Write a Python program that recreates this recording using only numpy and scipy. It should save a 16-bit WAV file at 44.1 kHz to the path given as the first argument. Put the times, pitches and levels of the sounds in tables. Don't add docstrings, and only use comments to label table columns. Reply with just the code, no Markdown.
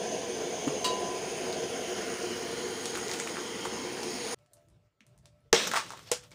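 import sys
import numpy as np
from scipy import signal
from scipy.fft import rfft, irfft, next_fast_len
from scipy.io import wavfile
from scipy.ndimage import uniform_filter1d, map_coordinates

SR = 44100
rng = np.random.default_rng(int(sys.argv[2]) if len(sys.argv) > 2 else 0)


def persist_wave(psi):
    counts = np.round(np.clip(psi, -1, 1) * 32767).astype(np.int16)
    wavfile.write(sys.argv[1], SR, np.atleast_2d(counts).T)


def gain_from_db(level_db):
    decades = np.asarray(level_db, float) / 20
    return 10 ** decades


N = 279594
CUT = 4.346
TOP_HZ = 15600


def unit(x):
    return x / np.sqrt(np.mean(x ** 2) + 1e-20)


def along(points, hz):
    f, v = np.transpose(points)
    return np.interp(np.log(hz + 1), np.log(f + 1), v)


def curves(rows):
    s, *cols = np.transpose(rows)
    return [np.interp(np.arange(N) / SR, s, c) for c in cols]


def wobble(rate):
    knots = rng.standard_normal(int(N * rate / SR) + 4)
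    return map_coordinates(knots, [np.arange(N) * rate / SR])


def filtered(x, response):
    m = next_fast_len(len(x) + min(8192, 3 * len(x)))
    return irfft(rfft(x, m) * response(np.fft.rfftfreq(m, 1 / SR)), m)[:len(x)]


def coloured(x, spectrum):
    return unit(filtered(x, lambda hz: gain_from_db(along(spectrum, hz))))


def even(blow, share):
    spectrum = rfft(blow)
    return irfft(spectrum / (np.abs(spectrum) + 1e-9) ** share, len(blow))


def add(track, s, sound):
    spot = track[round(s * SR):][:len(sound)]
    spot += sound[:len(spot)]


def patchy(patchy_db, drift_db=0):
    z = signal.stft(rng.standard_normal(N), nperseg=512)[2]
    field = uniform_filter1d(uniform_filter1d(rng.standard_normal(z.shape), 5, 0), 12, 1)
    ridges = uniform_filter1d(uniform_filter1d(rng.standard_normal(z.shape), 4, 0), 110, 1)
    gain_db = patchy_db * unit(field) + drift_db * unit(ridges)
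    return signal.istft(z * gain_from_db(gain_db), nperseg=512)[1][:N]


def breaks(rate, spread_db):
    size = gain_from_db(spread_db * np.minimum(rng.exponential(size=N), 2))
    return unit((rng.random(N) < rate / SR) * np.sign(rng.standard_normal(N)) * size)


def ring(modes, length, attack=0.00062):
    t = np.arange(int(length * SR)) / SR
    total = 0
    for hz, db, t60 in modes:
        drift = np.cumsum(rng.standard_normal(len(t))) * hz * 2e-6
        total = total + gain_from_db(db - 60 * t / t60) * np.sin(2 * np.pi * hz * t + drift)
    return (1 - np.exp(-t / attack)) * total


# pitch_hz [Hz], t60_s [s]
ROOM = [(200, 0.19), (2000, 0.2), (8000, 0.2), (15000, 0.084)]


def echoed(sound, wet_db):
    hz, t, z = signal.stft(rng.standard_normal(SR // 3), SR, nperseg=256)
    tail = signal.istft(z * gain_from_db(-60 * t / along(ROOM, hz)[:, None]), SR, nperseg=256)[1]
    late_tail = np.pad(tail / np.linalg.norm(tail), (130, 0))
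    wet = gain_from_db(wet_db) * signal.fftconvolve(sound, late_tail)
    add(wet, 0, sound)
    return wet


# pitch_hz [Hz], level_db [dB per Hz]
CLICK = [(100, -41), (500, -2.5), (2000, -2), (6500, -4.5), (9500, -5.5), (10500, -17.5), (13500, -21.5),
         (15200, -11.5), (16500, -24)]


def as_click(x):
    return coloured(x, CLICK)


# middle_s [s], half_length_s [s], from_hz [Hz], to_hz [Hz], level_db [dB]
COMBING = [(1.4, .35, 3500, 4800, 2), (1.75, 0.77, 1500, 1340, 3), (2.15, 0.61, 960, 750, -6.5),
           (2.04, 0.53, 3900, 3300, -4.5), (1.82, 0.29, 3350, 3200, 4.5), (2.2, .5, 8300, 8800, 0),
           (2.25, 0.37, 12000, 9200, -3.5), (3.8, 0.1, 1100, 980, 3), (2.88, 0.24, 1800, 1600, 1),
           (4.17, 0.14, 5400, 3800, 5), (4, 0.17, 650, 760, 2), (4.3, 0.21, 396, 360, -8),
           (3.55, 0.23, 3200, 3100, 2), (2.95, 0.16, 7100, 6800, 1.5), (1.28, 0.31, 6300, 6800, -1),
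           (.5, .4, 6400, 6200, 1.5), (1.8, .4, 11500, 11200, 1.5), (4.31, 0.043, 11300, 8800, 5),
           (3.74, 0.4, 740, 680, -6.5), (1.5, 0.21, 990, 680, -2.5), (1.27, 0.23, 3700, 4100, -3.5),
           (0.14, 0.13, 410, 360, -4)]


def combed(x):
    half_width_octaves = 0.17
    hz, t, z = signal.stft(x, SR, nperseg=1024)
    gain_db = 0
    for s, half, from_hz, to_hz, db in COMBING:
        u = np.clip((t - s) / half, -1, 1)
        centre = from_hz + (to_hz - from_hz) * (u + 1) / 2
        octaves_off = np.log2((hz[:, None] + 1) / centre)
        gain_db = gain_db + db * (1 - u ** 4) * np.exp(-(octaves_off / half_width_octaves) ** 2)
    return signal.istft(z * gain_from_db(gain_db), nperseg=1024)[1][:N]


def sizzle():
    rest_db, stirred_db, stirred_s = -54.5, -31.5, 0.054
    t = np.arange(N) / SR
    gain = gain_from_db(rest_db)
    for s, db, hz, *_ in HOT:
        if hz > 4500:
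            gain = gain + gain_from_db(db + stirred_db) * np.exp(-np.abs(t - s) / stirred_s)
    return gain * as_click(echoed(breaks(rate=1200, spread_db=3.5), wet_db=-3.5)[:N])


# pitch_hz [Hz], level_db [dB per Hz]
ROAR_ON = [(18, -74.5), (30, -30.5), (65, -19.5), (100, -18), (150, -13.5), (282, -3.5), (319, -12.5),
           (362, -1), (459, 1.5), (555, -4.5), (703, -2.5), (919, -17), (1030, -10.5), (1300, -44.5),
           (1690, -60.5), (2860, -120)]
ROAR_OFF = [(18, -65), (38, -43), (60, -16), (100, -14.5), (167, -11.5), (209, -6), (314, -8), (368, 1.5),
            (411, -8), (459, -2), (555, -17), (725, -13.5), (863, -10), (1300, -24), (1690, -43.5),
            (2860, -120)]
RUSH_ON = [(710, -44.5), (1200, -18), (1450, -4), (1590, 1.5), (2020, -5), (2190, 0.5), (2410, -3),
           (3070, 1), (4040, -7.5), (4600, -9.5), (5980, -38.5), (10100, -120)]
RUSH_OFF = [(710, -25.5), (1200, 0.5), (1300, -2.5), (1400, 2), (1620, -5.5), (1890, 1.5), (2670, -6),
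            (3190, -1.5), (3610, -7.5), (4600, -3.5), (5980, -33), (10100, -120)]
HISS_ON = [(2530, -45.5), (4300, -15.5), (5000, -1.5), (5670, -4.5), (6350, 6.5), (6740, 2), (7600, -20),
           (8650, -16.5), (9330, -6.5), (10500, -25.5), (11300, -20), (12300, -30), (14000, -34.5),
           (14900, -18.5), (15700, -29.5)]
HISS_OFF = [(2530, -34.5), (4300, -16.5), (5090, -2.5), (5980, -10), (6600, 1), (6960, -4.5), (7640, -19),
            (9380, -5.5), (9800, -9), (10100, -27.5), (10500, -18), (11300, -17), (13600, -36.5),
            (14900, -20.5), (15700, -14.5)]
# time_s [s], gas_flow_db [dB], drawn_off [0-1]
FLAME = [(0, -0.5, 0.03), (.4, -1, 0.27), (.66, 0, 0.2), (1.0, 0, 0.22), (1.45, 0.5, 0.35),
         (1.6, -0.5, 0.26), (2.3, 1.6, 0.56), (2.8, 0, 0.87), (3.1, -0.9, 0.78), (3.45, -0.2, 0.81),
         (3.9, -1, 0.69), (4.16, 0.5, 0.83), (4.34, 2.5, 0.73)]


def torch():
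    flow_db, away = curves(FLAME)
    away = np.clip(away, 0, 1)

    def walled(x, spectrum):
        return coloured(echoed(x, wet_db=-7.0)[:N], spectrum)

    def blend(x, on, off, u):
        mixed = unit((1 - u) * walled(x, on) + u * walled(x, off))
        return mixed * (1 + 0.34 * u * (1 - u))

    flutter = wobble(45)
    roar = blend(patchy(patchy_db=0.05), ROAR_ON, ROAR_OFF, away)
    roar = unit(gain_from_db(0.96 * flutter + 0.3 * wobble(7.8)) * roar)
    rush = blend(patchy(patchy_db=1.0, drift_db=1.5), RUSH_ON, RUSH_OFF, away)
    rush = unit(gain_from_db(0.24 * flutter) * rush)
    hiss = blend(patchy(patchy_db=1.0, drift_db=1.54), HISS_ON, HISS_OFF, away ** 0.75)
    hiss = unit(gain_from_db(0.53 * flutter + 0.58 * wobble(300)) * hiss)
    flame = gain_from_db(-34 - 5.5 * away + 0.18 * flow_db) * roar
    flame = flame + gain_from_db(-45 + 0.86 * away + 0.98 * flow_db) * rush
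    flame = flame + gain_from_db(-42.5 - 2 * away + 1.2 * flow_db) * hiss
    lit = np.clip((CUT - np.arange(N) / SR) / 0.00044, 0, 1)
    return lit * filtered(combed(flame) + sizzle(), lambda hz: hz < TOP_HZ + 250)


# start_s [s], peak_db [dB], pitch_hz [Hz],
# t60_s [s]
BUMP = [(.671, -3.5, 280, .036), (.671, -20, 150, .1), (.703, -24, 430, .12), (.737, -25, 520, .12),
        (5.84, -51, 330, .15), (5.91, -50, 260, .15), (5.96, -54, 380, .15), (3.063, -22, 420, .06),
        (5.45, -62, 460, .15), (4.51, -65, 668, .4), (4.57, -62, 672, .3), (4.47, -72, 715, .25),
        (4.41, -79, 2200, .2), (4.74, -81, 2230, .2), (4.66, -67, 330, .25), (5.12, -70, 400, .15),
        (5.58, -50, 62, .35)]


def thuds():
    out = np.zeros(N)
    for s, db, hz, t60 in BUMP:
        add(out, s, ring([(hz, db, t60)], 0.396, attack=3 / hz))
    return out


# pitch_hz [Hz], level_db [dB]
MIC = [(6500, -1.5), (9500, 1.5), (10300, 0), (13500, -4), (15200, -3.5)]


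def ticks(rows, t60, wet_db, grain, late):
    out, t, lead = np.zeros(N), np.arange(SR // 40) / SR, 44
    for s, db, hz, share, click_db in rows:
        grit = (t > 0) * grain * gain_from_db(-60 * t / t60) * rng.standard_normal(len(t))
        blow = even(np.roll(grit - 1. * (t == 0), lead), share=.7)
        width = hz * max(share, .03)

        def peak(f):
            resonance = 1j * f * width / (hz * hz - f * f + 1j * f * width)
            return gain_from_db(along(MIC, f)) * resonance ** 2

        burst = unit(filtered(blow, peak)) + gain_from_db(click_db + 3.5) * as_click(blow)
        burst = burst + gain_from_db(-13.0) * np.roll(burst, round(.0045 * SR))
        add(out, s + late - lead / SR, gain_from_db(db) * echoed(burst / np.abs(burst).max(), wet_db))
    return out


# start_s [s], peak_db
# [dB], pitch_hz [Hz], ring_width [share of pitch], click_db [dB]
HOT = [(.677, -25, 1020, 0.8, -9.5), (.683, -31, 2800, .5, -9.5), (0.8446, -23.5, 4200, .9, -0.5),
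       (1.527, -24, 4050, 0.4, 3), (2.8562, -18.5, 5540, 1, -5), (2.862, -29, 4530, 0.67, -8),
       (2.953, -24, 1600, 0.92, -4), (2.957, -25.5, 3500, 1, -2.5), (2.9735, -28.5, 10000, .7, -5),
       (4.105, -37, 12000, .7, -5.5), (4.163, -40, 12500, .6, -5), (3.094, -32, 2000, .3, -12),
       (2.973, -27.5, 1400, .6, -13), (2.983, -27, 2000, 0.54, -1), (3.082, -25.5, 5470, 0.7, -9.5),
       (3.114, -19, 4970, 0.8, -6), (3.115, -29, 2000, .3, -16), (3.135, -23, 5500, 1, -5.5),
       (3.139, -27, 3200, .5, -2), (3.145, -32, 2800, .5, -5.5), (3.1905, -32, 7540, 0.44, -6.5),
       (3.1993, -19, 6760, 0.48, -2.5), (3.1995, -24, 2050, 0.64, -15), (3.21, -42, 9000, .6, 1.5),
       (3.245, -36.5, 11000, 0.74, 2.5), (2.81, -42, 9000, .6, -5), (3.271, -26.5, 1300, 0.7, -7.5),
       (3.274, -25, 2200, .8, -4), (3.369, -24.5, 1400, 1, -22), (3.379, -26, 1090, 0.99, -10),
       (3.652, -23, 1100, 0.99, -2), (3.6552, -24.5, 990, .8, -7.5), (3.659, -32, 1300, 0.96, -4),
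       (3.357, -29, 1500, 0.65, -8), (3.388, -31, 1300, .8, -8), (3.396, -36, 1000, 0.88, -3),
       (3.97, -32, 1500, 0.77, -13.5), (4.032, -23, 5440, 0.35, 6)]


def hot_glass():
    return ticks(HOT, t60=0.0062, wet_db=-5, grain=.5, late=.0005)


# start_s [s], peak_db [dB]
KNOCK = [
    (.844, -21.5),
]
# pitch_hz [Hz], level_db [dB], t60_s [s]
CAN = [(1008, -5, 1.6), (1010.6, -14, .9), (2843, -9.5, .5), (2852.5, -10.5, .55), (2960, -8, .36),
       (3273, -16, .15), (3876, -9, .32), (3893, -9, .32), (3779, -14, .24), (4409, -8, .3), (4520, -8, .2),
       (4833, -12, .35), (7564, -10, .12), (8180, -14, .12)]


def can():
    out, t = np.zeros(N), np.arange(SR // 10) / SR
    for s, db in KNOCK:
        clack = gain_from_db(-9.0 - 60 * t / 0.1) * as_click(rng.standard_normal(len(t)))
        add(out, s, gain_from_db(db) * echoed(clack, wet_db=1.0))
        add(out, s, gain_from_db(db - 5) * echoed(ring(CAN, .34, attack=.003), wet_db=-16))
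    return out


# pitch_hz [Hz], level_db [dB per Hz]
RUMBLE = [(25, -43), (50, 1), (80, -5), (113, 5.5), (150, -2.5), (200, -12), (300, -31), (450, -37),
          (900, -120)]
AIR = [(150, -36), (250, -3.5), (600, -6), (1300, -13), (2300, -15.5), (5650, -21.5), (9300, -27),
       (10500, -32), (13500, -33), (15300, -26)]
# pitch_hz [Hz], wander_hz [Hz], level_db [dB]
HUM = [(592, 6, 0), (667, 6, -11), (2210, 25, -26)]
# middle_s [s], half_length_s [s], rumble_db [dB], hum_db [dB]
SPELLS = [(4.416, 0.078, -65, -72), (4.583, 0.12, -72, -69.5), (4.727, 0.13, -60.5, -76),
          (4.853, 0.056, -72, -82), (5.126, 0.097, -64, -71.5), (5.202, 0.07, -59, -90),
          (5.265, 0.055, -61, -66), (5.368, 0.088, -63, -76), (5.466, 0.052, -61, -78),
          (5.75, .3, -63, -77), (6.248, 0.77, -58.5, -71.5)]


def quiet_room():
    t = np.arange(N) / SR
    rumble_gain, hum_gain = gain_from_db(-79), gain_from_db(-90)
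    for s, half, rumble_db, hum_db in SPELLS:
        spell = np.cos(np.pi / 2 * np.clip((t - s) / half, -1, 1)) ** 2
        rumble_gain = rumble_gain + gain_from_db(rumble_db) * spell
        hum_gain = hum_gain + gain_from_db(hum_db) * spell
    pumping = unit(hum_gain)
    hum = 0
    for hz, wander, db in HUM:
        level = gain_from_db(db + 3.5 * wobble(14))
        hum = hum + level * np.sin(2 * np.pi * np.cumsum(hz + wander * wobble(25)) / SR)
    whine = gain_from_db(-85 + 3.5 * wobble(12)) * pumping ** 0.26 * np.sin(2 * np.pi * 1319 * t)
    rumble = unit(gain_from_db(1.3 * wobble(23)) * coloured(rng.standard_normal(N), RUMBLE))
    air = gain_from_db(-76.5) * pumping ** 0.5 * coloured(patchy(patchy_db=2.5), AIR)
    return (t > CUT) * (rumble_gain * rumble + hum_gain * unit(hum) + air + whine)


# start_s [s], peak_db [dB], pitch_hz [Hz], ring_width [share of pitch], click_db [dB]
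COOL = [(4.387, -59, 9000, 0.67, 15), (4.461, -57, 8000, 0.92, 18), (4.5335, -43.5, 8850, 1, -20),
        (4.538, -48, 9500, 1, -15), (4.5687, -54, 5670, .8, 0), (4.685, -57.5, 7960, 0.91, -4),
        (4.70, -62, 9000, .6, -3), (4.423, -70, 10000, .7, 0), (4.616, -68, 7000, .8, 0),
        (4.534, -58, 4000, .3, -15), (5.0057, -46.5, 2200, 0.94, -11.5), (5.006, -55, 6000, .4, -15),
        (5.006, -58, 233, 0.28, -23), (5.0655, -51, 8000, 1.3, -2), (5.1775, -49.5, 8500, 1.3, -7),
        (5.187, -56, 6000, 1.2, -4), (5.2559, -42, 5140, 1.7, 2), (5.405, -68, 10000, 0.5, -8)]


def cooling_glass():
    return ticks(COOL, t60=0.011, wet_db=-5.0, grain=1.6, late=.0005)


# start_s [s], snap_db [dB], body_db [dB], lowest_modes_db [dB], pitch [factor]
CRACKS = [
    (5.529, -1, -16.5, 3, 0.99),
    (5.5337, -22, -15.5, 8, 0.99),
    (6.1163, -12, -19.5, -33, 1.04),
]
# pitch_hz [Hz], level_db [dB], t60_s [s]
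FACE = [(397, -6.5, 0.044), (469, 1, 0.058), (473, -21.5, 0.28), (608, -10.5, 0.078), (697, -26, 0.1),
        (818, -15, 0.1), (970, -15.5, .05), (1300, -17, 0.038), (169, -24, 0.066)]
# pitch_hz [Hz], level_db [dB per Hz]
SNAP = [(200, -26), (500, -2.5), (1800, 0), (3500, -5.5), (5900, 1.5), (7200, -5.5), (9500, -20),
        (11000, -21), (13200, -35), (15000, -17), (15600, -22), (16500, -6)]


def cracks():
    out, t, lead = np.zeros(N), np.arange(SR // 50) / SR, 20
    for s, snap_db, body_db, low_db, pitch in CRACKS:
        grit = 0.43 * gain_from_db(-60 * t / 0.01) * rng.standard_normal(len(t))
        snap = coloured(even(np.roll((t == 0) + grit, lead), share=1), SNAP)
        modes = [(hz * pitch, db + low_db * (hz < 430), t60) for hz, db, t60 in FACE]
        add(out, s - lead / SR, gain_from_db(snap_db) * echoed(snap / np.abs(snap).max(), wet_db=-7.5))
        add(out, s, gain_from_db(body_db) * echoed(ring(modes, .3), wet_db=-16.0))
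    return out


# start_s [s], rise_s [s], hold_s [s], level_db [dB], dull_over_bright_db [dB]
RUNS = [(5.529, 0.0018, .004, -41.5, 15.5), (5.53, 0.016, 0.11, -23, -8), (5.663, 0.007, .004, -30, -1),
        (5.711, 0.0039, .002, -32.5, -2.5), (5.72, 0.046, 0.013, -29.5, -8),
        (5.753, 0.017, 0.025, -33.5, -20), (5.798, 0.043, 0.24, -44, -3.5),
        (6.039, 0.037, .008, -46.5, -10), (6.11, 0.0079, 0.0048, -30, -11), (6.201, 0.036, .006, -51, -3.5),
        (6.298, 0.021, .03, -56, -1)]
# pitch_hz [Hz], level_db [dB per Hz]
DULL = [(88, -43), (150, -4.5), (335, -5.5), (373, -3.5), (522, -3), (684, -9.5), (1210, -7.5), (2000, -20),
        (2600, -28), (4400, -120)]
BRIGHT = [(940, -39), (1600, -7), (2130, -1.5), (3300, 3), (4600, -1), (5400, 0.5), (7000, -4), (9300, -13),
          (10300, -21), (13300, -32), (15200, -17), (16000, -30)]


def running():
    sag_db_per_s, fade_db_per_s = 53, 303
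    t, dull, bright = np.arange(N) / SR, 0, 0
    for s, rise, hold, db, dull_db in RUNS:
        since_peak = t - s - rise
        loss_db = sag_db_per_s * np.clip(since_peak, 0, hold)
        loss_db = loss_db + fade_db_per_s * np.maximum(since_peak - hold, 0)
        power = (np.clip((t - s) / rise, 0, 1) ** 2 * gain_from_db(db - loss_db)) ** 2
        dull = dull + power * gain_from_db(2 * dull_db)
        bright = bright + power
    grit = 0.27 * breaks(rate=2800, spread_db=3.0) + patchy(patchy_db=1.2)
    dull_rush = gain_from_db(-4.5) * np.sqrt(dull) * coloured(grit, DULL)
    return dull_rush + gain_from_db(-6.0) * np.sqrt(bright) * coloured(grit, BRIGHT)


# pitch_hz [Hz], level_db [dB per Hz]
DUST = [(4000, -41), (8000, -4), (12000, 0), (15500, -4)]


def dust():
    since = np.arange(N) / SR - RUNS[0][0]
    grains = echoed(breaks(rate=700, spread_db=2), wet_db=-3.0)[:N]
    return gain_from_db(-62 - 19 * since) * (since > 0) * coloured(grains, DUST)


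# start_s [s], peak_db [dB], pitch_hz
# [Hz], ring_width [share of pitch], click_db [dB]
SPLINTERS = [(5.672, -21, 6570, 0.32, -4), (5.673, -27, 12100, 0.18, -9), (5.677, -23, 6000, 0.31, -6),
             (5.85, -51, 11000, .5, -9), (5.894, -37, 6300, 0.4, -9), (6.022, -54, 12000, 0.65, -3),
             (6.03, -44, 7000, 0.6, -12), (6.064, -56, 12000, .5, -5), (6.075, -51, 12500, .4, -3),
             (6.088, -42, 4570, .4, -12), (6.1158, -12, 6770, 0.8, -9), (6.224, -51, 5500, .7, -6),
             (6.238, -47, 9000, .6, -12), (6.308, -51, 6200, .7, -3), (6.316, -43, 2260, 0.1, -3),
             (6.334, -57, 2200, 0.11, -10), (6.322, -47, 4500, .3, -10), (6.181, -48, 1850, .15, -5),
             (5.6025, -21.5, 1500, 1.1, -8), (5.562, -18, 3400, 0.27, -13), (5.887, -47, 8000, .4, -5),
             (5.5295, -15, 2100, 0.72, -8), (5.5345, -21, 6600, .4, 1), (5.535, -31, 10900, 0.33, -9),
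             (5.5395, -20, 4470, .5, -3), (6.121, -26, 8450, .4, -3), (6.121, -36, 12500, .4, -9),
             (6.172, -50, 12500, .4, -6), (5.549, -20, 2400, .5, -11), (5.578, -26, 6000, .3, -6),
             (5.598, -27, 2800, .3, -9), (5.621, -27, 3400, .3, -12), (5.641, -28, 2600, 0.44, -10),
             (6.117, -31, 1500, 0.52, -3), (6.123, -34, 1100, 1, 1), (6.157, -42, 1550, .2, -7),
             (6.098, -46, 700, 0.43, -20), (6.235, -53, 1340, 0.11, -9), (6.328, -52, 4000, .3, -5)]


def splinters():
    return ticks(SPLINTERS, t60=0.0077, wet_db=-5.5, grain=1.0, late=0.00033)


# start_s [s], peak_db [dB], pitch_hz [Hz], click_db [dB]
RATTLE = [(5.7152, -17.5, 1490, -3), (5.7363, -16, 970, -9), (5.7426, -17.5, 1500, -10),
          (5.750, -22, 1100, -7), (5.7548, -25, 950, -12), (5.758, -17.5, 970, -9), (5.7629, -17, 1900, -4),
          (5.7655, -17, 1900, 2), (5.768, -18, 1270, -8), (5.7732, -15.5, 1120, -7.5),
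          (5.778, -24, 1900, 1), (5.781, -26, 1250, -5), (5.7845, -26, 1500, 4), (5.7875, -27, 1400, 2),
          (5.797, -31, 1300, 2), (5.803, -29, 1200, 1), (5.810, -32, 1000, -10), (5.817, -38, 1250, -8),
          (5.835, -35, 1800, -2), (5.864, -34, 1200, 2), (5.870, -41, 1300, -8), (5.905, -27, 1080, -5.5),
          (5.920, -32, 1010, -2), (5.926, -37, 1100, -2), (5.935, -34, 950, -16), (5.972, -39, 1200, -4),
          (5.9753, -38, 3500, -4), (5.993, -36.5, 1200, -5)]


def rattle():
    rows = [(s, db, hz, 0.77, click_db) for s, db, hz, click_db in RATTLE]
    return ticks(rows, t60=0.0051, wet_db=-5.0, grain=0.45, late=.0001)


def scene():
    flame = torch() + thuds() + hot_glass() + can()
    cooling = quiet_room() + cooling_glass()
    split = cracks() + running() + dust() + splinters() + rattle()
    return (flame + cooling + split)[None]


def top_cut(x):
    return signal.sosfilt(signal.butter(12, 16870, fs=SR, output="sos"), x)


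def record(dry):
    x = dry[0] / (1 + np.abs(dry[0] / .75) ** 4) ** (1 / 4)

    def chain(hz):
        top = gain_from_db(-13 * (1 + np.tanh((hz - TOP_HZ) / 90)))
        return top * hz ** 2 / (hz ** 2 + 42 ** 2)

    mix = filtered(x, chain)[None]
    return top_cut(mix)


dry = scene()
out = record(dry)
persist_wave(out)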